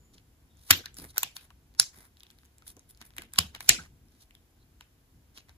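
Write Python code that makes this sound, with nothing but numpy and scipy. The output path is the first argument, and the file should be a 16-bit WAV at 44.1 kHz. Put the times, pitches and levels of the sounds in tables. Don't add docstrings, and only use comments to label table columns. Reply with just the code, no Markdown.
import sys
import numpy as np
from scipy import signal
from scipy.fft import rfft, irfft, next_fast_len
from scipy.io import wavfile
from scipy.ndimage import uniform_filter1d, map_coordinates

SR = 44100
rng = np.random.default_rng(int(sys.argv[2]) if len(sys.argv) > 2 else 0)


def voltage_ratio(decibels):
    exponent = np.asarray(decibels, float) / 20
    return 10 ** exponent


def persist_wave(psi):
    counts = np.round(np.clip(psi, -1, 1) * 32767).astype(np.int16)
    wavfile.write(sys.argv[1], SR, np.atleast_2d(counts).T)


N = 245625
SPAN = 16384


def unit(x):
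    return x / np.sqrt(np.mean(x ** 2) + 1e-20)


def along(points, hz):
    f, v = np.transpose(points)
    return np.interp(np.log(hz + 1), np.log(f + 1), v)


def wobble(rate):
    knots = rng.standard_normal(int(N * rate / SR) + 4)
    return map_coordinates(knots, [np.arange(N) * rate / SR])


def filtered(x, response):
    n = x.shape[-1]
    m = next_fast_len(n + 4096)
    return irfft(rfft(x, m) * response(np.fft.rfftfreq(m, 1 / SR)), m)[..., :n]


def resonances(peaks):
    def response(f):
        return sum((-1) ** k * voltage_ratio(db) * 1j * f * width / (hz * hz - f * f + 1j * f * width)
                   for k, (hz, width, db) in enumerate(peaks))
    return response


def noise(spectrum, alike):
    a = rng.standard_normal((3, N))
    alike = np.clip(alike, 0, 1)
    pair = np.sqrt(alike) * a[0] + np.sqrt(1 - alike) * a[1:]
    return unit(filtered(pair, lambda hz: voltage_ratio(along(spectrum, hz))))


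def pressure(start, hold, rise, fall):
    t = np.arange(N) / SR - start
    return voltage_ratio(20 * np.minimum(np.minimum(t / rise, (hold - t) / fall), 0))


def burst(start, length):
    u = np.maximum(np.arange(SPAN) / SR - start, 0) / max(length, .0004)
    return u ** .6 * np.exp(-u ** 1.4 * 2.5)


def chatter(shape, apart):
    a = rng.standard_normal((3, SPAN))
    uneven = voltage_ratio(2 * rng.standard_normal(SPAN))
    z = rfft(shape * uneven * (a[0] + apart * a[1:]))
    broad = np.abs(uniform_filter1d(np.abs(z) ** 2, size=450))
    return irfft(z / np.sqrt(broad + 1e-9), SPAN) * (shape > 1e-9)


# (frequency [Hz], t60 [s])
ROOM_T60 = [(200, 0.37), (1000, 0.23), (4000, 0.21), (9000, 0.25), (15000, 0.18)]


def echo(x, db, power):
    hz, t, z = signal.stft(rng.standard_normal((2, SPAN)), SR, nperseg=256)
    patches = uniform_filter1d(rng.standard_normal(z.shape[1:]), size=2, axis=0)
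    patches = unit(uniform_filter1d(patches, size=6, axis=1))
    walls = 3 * np.exp(-t / .05) * rng.standard_normal(len(t))
    decay = 60 * t / along(ROOM_T60, hz)[:, None]
    tail = signal.istft(z * voltage_ratio(3.5 * patches + walls - decay), SR, nperseg=256)[1]
    tail = np.pad(tail, ((0, 0), (220, 0)))[:, :SPAN]
    treble_end = 1 + (np.fft.rfftfreq(SPAN, 1 / SR) / 14700) ** 60
    tail = irfft(rfft(tail) * np.sqrt(np.abs(power) / treble_end), SPAN)
    return x + voltage_ratio(db) * tail * np.linalg.norm(x) / np.linalg.norm(tail)


def add(out, s, x):
    out[:, round(s * SR):][:, :SPAN] += x


# (frequency [Hz], level [dB per Hz])
RUMBLE = [(15, -33.5), (25, -14.5), (65, -0.5), (152, -12), (193, -16.5), (281, -17), (500, -30),
          (650, -50.5), (1100, -120)]
# (frequency [Hz], level [dB per Hz])
HISS = [(150, -30), (300, 2.5), (700, -3.5), (2200, -8.5), (5000, -10.5), (8000, -12), (10000, -11.5),
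        (14300, -10), (14900, -70.5)]
# (time [s], width [s], extra rumble [dB])
SHAKES = [
    (.02, .2, 2.5),
    (1.01, 0.12, 9),
    (3.4, 0.47, 4),
]


def room_tone():
    t = np.arange(N) / SR
    rumble_db = -64 + sum(db * np.exp(-((t - s) / width) ** 2) for s, width, db in SHAKES)
    rumble = voltage_ratio(rumble_db + 2.2 * wobble(12)) * noise(RUMBLE, 0.55)
    return rumble + voltage_ratio(-70.5) * noise(HISS, .1)


GRIP_S, LET_GO_S = .013, .03
# (frequency [Hz], level [dB per Hz])
SKIN = [(1800, -12.5), (3800, -4), (5500, -1), (7300, -4), (9000, -23.5)]
# (frequency [Hz], level [dB per Hz])
SKIN_HISS = [(6500, -18.5), (9000, 3.5), (11000, -0.5), (14300, -2), (15000, -58.5)]
# (frequency [Hz], level [dB per Hz])
SKIN_BODY = [(200, -20), (500, -5.5), (1100, -1.5), (2100, 0), (3000, -17.5)]
# (start [s], hold [s], level [dB], hiss [dB], body [dB])
STROKES = [(0.139, 0.012, -66, -3, -17), (0.18, .004, -66.5, -20.5, -7.5),
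           (0.579, 0.026, -74.5, -13.5, -7.5), (0.973, 0.052, -62, 11, -5), (1.042, 0.0082, -60.5, 10, 7),
           (1.07, 0.037, -76.5, 10, -10), (1.091, 0.013, -66, 0.5, -15), (1.189, 0.04, -59, -8, -4),
           (1.359, 0.0091, -55.5, 9.5, -7), (1.411, 0.044, -66.5, 6, 1.5), (1.938, .12, -66.5, 5, 3.5),
           (2.671, 0.031, -57.5, 7, -9.5), (2.164, 0.31, -80, 0.5, -7), (2.896, 0.012, -67, 12, -13.5),
           (3.007, 0.0109, -58.5, -7, -3), (3.055, 0.014, -71.5, 16, 0.5), (3.174, 0.059, -60.5, 1, 0.15),
           (3.336, 0.032, -63, 3, -6), (3.549, .01, -54, -19, 2.5), (3.604, 0.057, -58.5, 5, -0.5),
           (3.799, 0.056, -63, -5.5, 3), (4.112, 0.076, -74.5, -1.5, -7), (4.2, 0.026, -64, -0.5, -21.5),
           (4.808, 0.0098, -61, -6, -13), (5.35, .02, -63.5, -4.5, -8.5), (5.376, 0.017, -56, -10, -13.5),
           (5.489, 0.012, -68.5, -19, 3)]
# (end [s], time to gain 20 dB [s], level [dB], hiss [dB], body [dB])
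PRESSES = [
    (.7, 0.09, -54, 4.5, -14.5),
    (1.178, 0.03, -49, 2, 2),
    (1.229, 0.02, -57, -0.5, -4),
    (3.383, .015, -55, -3, -6),
    (3.688, 0.03, -52.5, -3.5, -8),
]


def rubbing():
    touches = [(pressure(s, hold, GRIP_S, LET_GO_S), *db) for s, hold, *db in STROKES]
    touches += [(pressure(s, 0, rise, GRIP_S), *db) for s, rise, *db in PRESSES]
    skin, hiss, body = sum(gain * voltage_ratio([[db], [db + hiss_db], [db + body_db]])
                           for gain, db, hiss_db, body_db in touches)
    grit = unit(voltage_ratio(3.5 * wobble(300) + 0.6 * wobble(60)))

    def uneven():
        return unit(voltage_ratio(1.6 * wobble(30)))

    ribs = resonances([(3750, 700, 0), (7350, 700, 0)])
    shell = unit(filtered(noise(SKIN, 0.54), lambda f: 1.0 + ribs(f)))
    rub = skin * uneven() * shell
    rub = rub + hiss * uneven() * noise(SKIN_HISS, 0.38)
    rub = rub + body * uneven() * noise(SKIN_BODY, 0.19)
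    return grit * rub


# (start [s], length [s], level [dB], frequency [Hz], width [Hz])
SQUEAKS = [
    (0.001, .15, -75.5, 7020, 305),
    (0.5, 0.089, -79, 3650, 300),
    (1.091, .016, -66, 4200, 600),
    (.975, 0.034, -63.5, 5160, 700),
    (4.6, .03, -72, 4050, 700),
    (1.19, .03, -56, 13700, 900),
]


def squeaks():
    out = np.zeros(N)
    for s, hold, db, hz, width in SQUEAKS:
        rib = resonances([(hz, width, 0)])
        band = unit(filtered(rng.standard_normal(N), lambda f: rib(f) ** 2))
        out += voltage_ratio(db + 3.5 * wobble(53)) * pressure(s, hold, GRIP_S, GRIP_S) * band
    return out


# (time [s], peak [dB], frequency [Hz], t60 [s])
BUMPS = [(.15, -52.5, 191, 0.064), (.839, -42, 1450, 0.035), (1.504, -46, 1233, 0.037),
         (2.622, -50, 1310, 0.032), (1.171, -32, 1450, 0.032), (0.986, -41, 302, 0.08),
         (1.015, -45.5, 227.2, 0.22), (1.047, -36, 419.7, 0.024), (1.978, -55, 279, 0.12),
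         (2.766, -47.5, 326, 0.074), (3.014, -49, 300, .06), (3.187, -44, 322, 0.085),
         (3.237, -55.5, 347, 0.13), (3.786, -37.5, 1511, 0.11), (4.81, -50.5, 900, 0.03),
         (5.371, -53.5, 329.8, 0.048)]


def bumps():
    out, t = np.zeros((2, N + SPAN)), np.arange(SPAN) / SR
    for s, db, hz, t60 in BUMPS:
        drift = np.cumsum(rng.standard_normal(SPAN)) * 0.14
        envelope = voltage_ratio(db - 60 * t / t60) * (1 - np.exp(-t / 0.0024))
        add(out, s, envelope * np.sin(2 * np.pi * hz * t + drift))
    return out[:, :N]


# (time [s], peak [dB], frequency [Hz], t60 [s])
THUMPS = [(0.707, -23, 89, 0.13), (.708, -35, 250, 0.11), (.735, -42.5, 159, 0.14),
          (0.776, -40, 85.6, 0.11), (.99, -43, 159, 0.095), (1.029, -42, 135.4, 0.053),
          (1.045, -47, 85.7, 0.11), (1.245, -49.5, 129.8, 0.11), (1.798, -45, 119.6, 0.13),
          (3.39, -25, 80, 0.11), (3.387, -32, 160, 0.14), (3.44, -39, 164.6, 0.11), (3.45, -41.5, 70, .2),
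          (3.697, -27, 110, .08), (3.693, -33.5, 298.2, .07), (3.695, -35, 45.05, 0.16),
          (3.78, -42, 165.4, 0.15), (3.8, -43.5, 80, 0.13)]


def thumps():
    out, t = np.zeros((2, N + SPAN)), np.arange(SPAN) / SR
    for s, db, hz, t60 in THUMPS:
        turns = hz * (t + 0.0044 * (1 - np.exp(-t / 0.0048)))
        envelope = voltage_ratio(db - 60 * t / t60) * (1 - np.exp(-t / 0.0061))
        add(out, s, envelope * np.sin(2 * np.pi * turns))
    return out[:, :N]


# (time [s], peak [dB], ring [Hz], crack [dB])
TICKS = [(0.1435, -46, 7260, -22), (0.153, -55, 4380, -23), (0.182, -43, 3500, -28),
         (0.5709, -51, 6560, -14), (0.943, -38.5, 7250, -23), (0.952, -45, 7266, -22),
         (.986, -34, 4870, -1.5), (1.74, -52, 4300, -9), (2.17, -45, 3870, -19), (2.199, -54.5, 6923, 6),
         (2.2054, -38.5, 3710, -24), (2.233, -37, 3710, -5.5), (2.267, -43.5, 3480, -35),
         (2.311, -49, 7640, -4.5), (2.4521, -53, 3390, 2.5), (2.458, -57, 6500, 6),
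         (2.583, -46.5, 7600, -4.5), (2.7936, -41, 6050, -26), (2.9484, -47.5, 4450, -12.5),
         (2.974, -52, 5180, 0), (3.4101, -32, 2935, -17), (3.626, -45.5, 3200, -19),
         (4.0848, -55.5, 5420, -4), (4.3082, -44, 2614, -22.5), (4.351, -43, 3536, -7.5),
         (5.3753, -34, 3260, -17.5)]
# (time [s], peak [dB], ring [Hz], knock [dB], crack [dB])
KNOCKS = [(0.8389, -58, 3058, -6, -25.5), (.858, -26, 4054, -7, -17.5), (0.9684, -39, 5090, -6.5, -2),
          (.9989, -37.5, 4630, -6, -19.5), (1.0434, -48, 4700, 3.5, 8.5), (1.1625, -43.5, 4000, 6, -11.5),
          (1.171, -37.5, 3500, 8, -12.5), (1.366, -25.5, 4100, -12.5, -13.5),
          (1.5044, -49.5, 2960, 6.5, -29.5), (1.7495, -51.5, 4260, 2.5, -16), (2.303, -42, 3730, -7.5, -8),
          (2.387, -48.5, 4090, -7.5, -5), (2.4336, -63, 3590, 14, -7), (2.6222, -54, 3740, 8.5, -13),
          (2.6666, -49.5, 3230, 6, -4), (2.7673, -44, 6250, -9.5, -9), (3.014, -38.5, 3970, 3.5, -13),
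          (3.0239, -39.5, 2610, -13, -10.5),
          (3.1055, -51, 3577, 4, -20.5), (3.1661, -36.5, 8390, 1.3, -11), (3.137, -53.5, 3500, 4, -20),
               (3.1823, -24, 2576, -7, -12.5), (3.2202, -36.5, 3430, -5.5, 1),
               (3.3221, -54, 2690, -8.5, -10), (3.336, -30, 8220, -10, -4), (3.3593, -35, 3500, -6.5, -8.5),
               (3.549, -31, 3000, -2, -19), (3.606, -31, 4078, 2.5, -3.5), (4.809, -39, 2796, 0, -13),
               (5.383, -39.5, 4100, -2, -20), (5.4937, -46.5, 3720, 3.5, -20)]
# (frequency [Hz], level [dB])
TICK_SENT = [(300, -8), (2500, 11.5), (6000, -4.5), (10000, -9.5), (15000, -12.5)]
DRY_KNOCK_DB, TICK_ROOM_DB, KNOCK_ROOM_DB = -23, -10, -9.5
TICK_S, LONGER_PER_DB = 0.00091, 0.07


def ticks():
    out, hz = np.zeros((2, N + SPAN)), np.fft.rfftfreq(SPAN, 1 / SR)
    slips = [(s, db, ring_hz, DRY_KNOCK_DB, crack_db, TICK_ROOM_DB) for s, db, ring_hz, crack_db in TICKS]
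    slips += [(*row, KNOCK_ROOM_DB) for row in KNOCKS]
    for s, db, ring_hz, knock_db, crack_db, room_db in slips:
        length = TICK_S * max(1.5 + LONGER_PER_DB * (db + 45.5), .5)
        blow = chatter(burst(0, length), apart=0.95)[:, :2048]
        ring = [(ring_hz, 850, 0), (1.7 * ring_hz, 900, -8), (5000, 5000, -17)]
        hollow = [(595, 2600, -10.0), (1050, 1400, 1.5), (1640, 1500, 2)]
        crack = [(9800, 12000, 0.0045), (13700, 1200, 0.0008)]
        tick = 0
        for level, peaks in [(0, ring), (knock_db - 0.5, hollow), (crack_db + 3.0, crack)]:
            rung = filtered(blow, resonances(peaks))
            tick = tick + voltage_ratio(db + level) * rung / np.abs(rung[0]).max()
        tick = tick * voltage_ratio([[0], [-2.5]])
        tick = np.pad(tick, ((0, 0), (0, SPAN - 2048)))
        broad = uniform_filter1d(np.abs(rfft(tick[0])) ** 2, size=300)
        add(out, s, echo(tick, room_db, broad * voltage_ratio(2 * along(TICK_SENT, hz))))
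    return out[:, :N]


# (time [s], peak [dB], room [dB])
SNAPS = [
    (0.7052, -0.5, -10),
    (1.1801, -8.5, -15.5),
    (1.2305, -12, -11),
    (1.7936, -2, -12.5),
    (3.382, -2.5, -13.5),
    (3.6907, 3.5, -11),
]
# (time [s], level [dB], length [s])
BLOWS = [
    [(.7058, -4, .0025), (.7082, -0.5, 0.0022), (.7104, -3, .002), (.7152, -14, .003), (.7243, -19.5, .002),
     (.7298, -17.5, 0.0015), (.7352, -21.5, .0015)],
    [(1.1804, 0, .0015)],
    [(1.2308, -4, 0.0018), (1.232, -0.5, .002), (1.2404, -20, .0015)],
    [(1.7945, -25, .003), (1.7977, 1.5, .002), (1.8013, -14.5, .002), (1.8053, -19.5, .002),
     (1.8135, -21.5, .002), (1.83, -24, .0015)],
    [(3.3825, -16.5, .003), (3.3852, -6, .0025), (3.3876, 0, .0014), (3.3913, -12, 0.0019),
     (3.4022, -21.5, .003), (3.4065, -23, .002)],
    [(3.6911, 1, .0018), (3.693, 1.5, 0.00094), (3.6944, -2.5, 0.0013), (3.697, -14.5, 0.0022),
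     (3.7008, -16.5, 0.0017), (3.7042, -20, .0015), (3.7088, -22.5, .003)],
]
# (frequency [Hz], width [Hz], level [dB])
SHELLS = [
    [(1667, 980, -11), (3270, 200, -3.5), (3710, 110, -5), (5168, 850, -7), (7520, 860, -15),
     (7700, 200, -15), (7943, 810, -18.5), (11180, 370, -2), (13640, 310, -7)],
    [(1450, 310, -11), (4300, 360, -5), (6140, 370, -2), (8240, 240, -4), (10200, 600, -10.5),
     (14200, 900, 2.5)],
    [(1071, 500, -7.5), (3500, 1500, -5), (6180, 110, -5), (7600, 2400, -3), (9200, 880, -6),
     (12300, 1500, -3)],
]
# (frequency [Hz], width [Hz], level [dB])
LATE_SHELLS = [
    [(1430, 420, -8.5), (3695, 250, -9.5), (4300, 560, 1.5), (5355, 390, 6.5), (6050, 520, 1.5),
     (6950, 230, -8.5), (7600, 750, -5.5), (10716, 680, 2), (12500, 370, -15.5)],
    [(1120, 250, -9.5), (3000, 330, 0.5), (4630, 330, -2), (5125, 120, 2), (6500, 160, -5.5),
     (8100, 580, -6), (10460, 240, -3.5), (10800, 440, -5.5), (12900, 220, -10.5)],
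    [(2500, 160, -5.5), (4300, 320, -3), (5800, 1100, -9.5), (7270, 490, -1.5), (8000, 160, -10),
     (10100, 260, -15), (10270, 5200, -16), (13580, 560, -15.5), (13400, 330, -16.5)],
]
# (frequency [Hz], level [dB per Hz])
SENT = [
    [(150, -39), (250, -15), (788, -21.5), (3680, -4), (10300, -25.5), (11800, -23.5), (13500, -12.5),
     (15000, -31.5)],
    [(150, -50.5), (250, -24.5), (5010, -7), (5850, -2), (11800, -18), (13800, -1), (15000, -19.5)],
    [(150, -42), (250, -16.5), (1670, -15.5), (2530, 0), (11800, -20), (13300, -15.5), (15000, -29)],
    [(150, -50), (250, -27), (2500, -12.5), (5380, -2), (10600, -17), (12000, -22.5), (13300, -14),
     (15000, -43.5)],
    [(150, -39), (250, -13), (2100, -14), (3050, -2.5), (10600, -19.5), (11800, -18), (13100, -14),
     (15000, -31.5)],
    [(150, -33), (250, -10.5), (1050, -22), (2400, -1.5), (7180, -7.5), (11600, -19.5), (13100, -17),
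     (15000, -62)],
]
SOFT_HZ, SOFT_LOSS = 6000, 0.7


def snaps():
    out, hz = np.zeros((2, N + SPAN)), np.fft.rfftfreq(SPAN, 1 / SR)
    for (s, db, room_db), blows, peaks, sent in zip(SNAPS, BLOWS, SHELLS + LATE_SHELLS, SENT):
        shell = resonances(peaks)
        shape = sum(voltage_ratio(level) * burst(at - s, length) for at, level, length in blows)
        crisp = sum(voltage_ratio(level * (1 + SOFT_LOSS)) * burst(at - s, length) for at, level, length in blows)
        blow = chatter(shape, apart=1.0)
        dull = filtered(blow, lambda f: 1 / (1 + (f / SOFT_HZ) ** 4))
        blow = dull + (blow - dull) * crisp / (shape + 1e-6)
        body = filtered(blow, shell) + voltage_ratio(-20.5) * blow
        body = filtered(body, lambda f: (1j * f / (1j * f + 600)) ** 2)
        body = voltage_ratio(db + 4.5) * body / np.abs(body).max()
        modes = np.abs(shell(hz)) ** 2 + 1e-4
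        modes = (modes / uniform_filter1d(modes, size=600)) ** 0.12
        add(out, s, echo(body, room_db, modes * voltage_ratio(2 * along(sent, hz))))
    return out[:, :N]


def scene():
    return room_tone() + rubbing() + squeaks() + bumps() + thumps() + ticks() + snaps()


def roll_off(x):
    return signal.sosfilt(signal.butter(12, 15740, fs=SR, output="sos"), x)


def record(dry):
    ahead = np.exp(-np.arange(1024) / SR / 0.0049) * rng.standard_normal(1024)
    ahead = signal.lfilter([1], [1, -.6], ahead)
    ahead = ahead[None, ::-1] / np.linalg.norm(ahead)
    dry = dry + voltage_ratio(-20.5) * signal.fftconvolve(dry, ahead, axes=1)[:, 1023:]
    turn_hz, comb_hz, bass_hz, mono_hz = 2250, 3200, 250, 7900

    def turn(f):
        low = -np.pi * (f / turn_hz) ** 2.1
        high = 2 * np.pi * (f - turn_hz) / comb_hz - np.pi
        return np.exp(1j * np.where(f < turn_hz, low, high))

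    def own(f):
        return f * f / (f * f + bass_hz ** 2) / (1 + (f / mono_hz) ** 40)

    def keep(ratio, f):
        return 1 - (1 - own(f)) * (f > comb_hz) * 0.8 / (1 + (np.abs(ratio) / 0.7) ** 6)

    right = filtered(dry[1], lambda f: turn(f) * np.sqrt(own(f)))
    right = right + filtered(dry[0], lambda f: turn(f) * np.sqrt(1 - own(f)))
    mid = filtered(dry[0] + right, lambda f: keep(1 + turn(f), f)) / 2
    side = filtered(dry[0] - right, lambda f: keep(1 - turn(f), f)) / 2
    right = filtered(mid - side, lambda f: voltage_ratio(-0.01 - 2.5 / (1 + (f / 500) ** 2)))
    pair = filtered(np.array([mid + side, right]), lambda f: 1 / np.sqrt(1 + (f / 15200) ** 30))
    return roll_off(np.clip(pair, -1, 1))


dry = scene()
out = record(dry)
persist_wave(out)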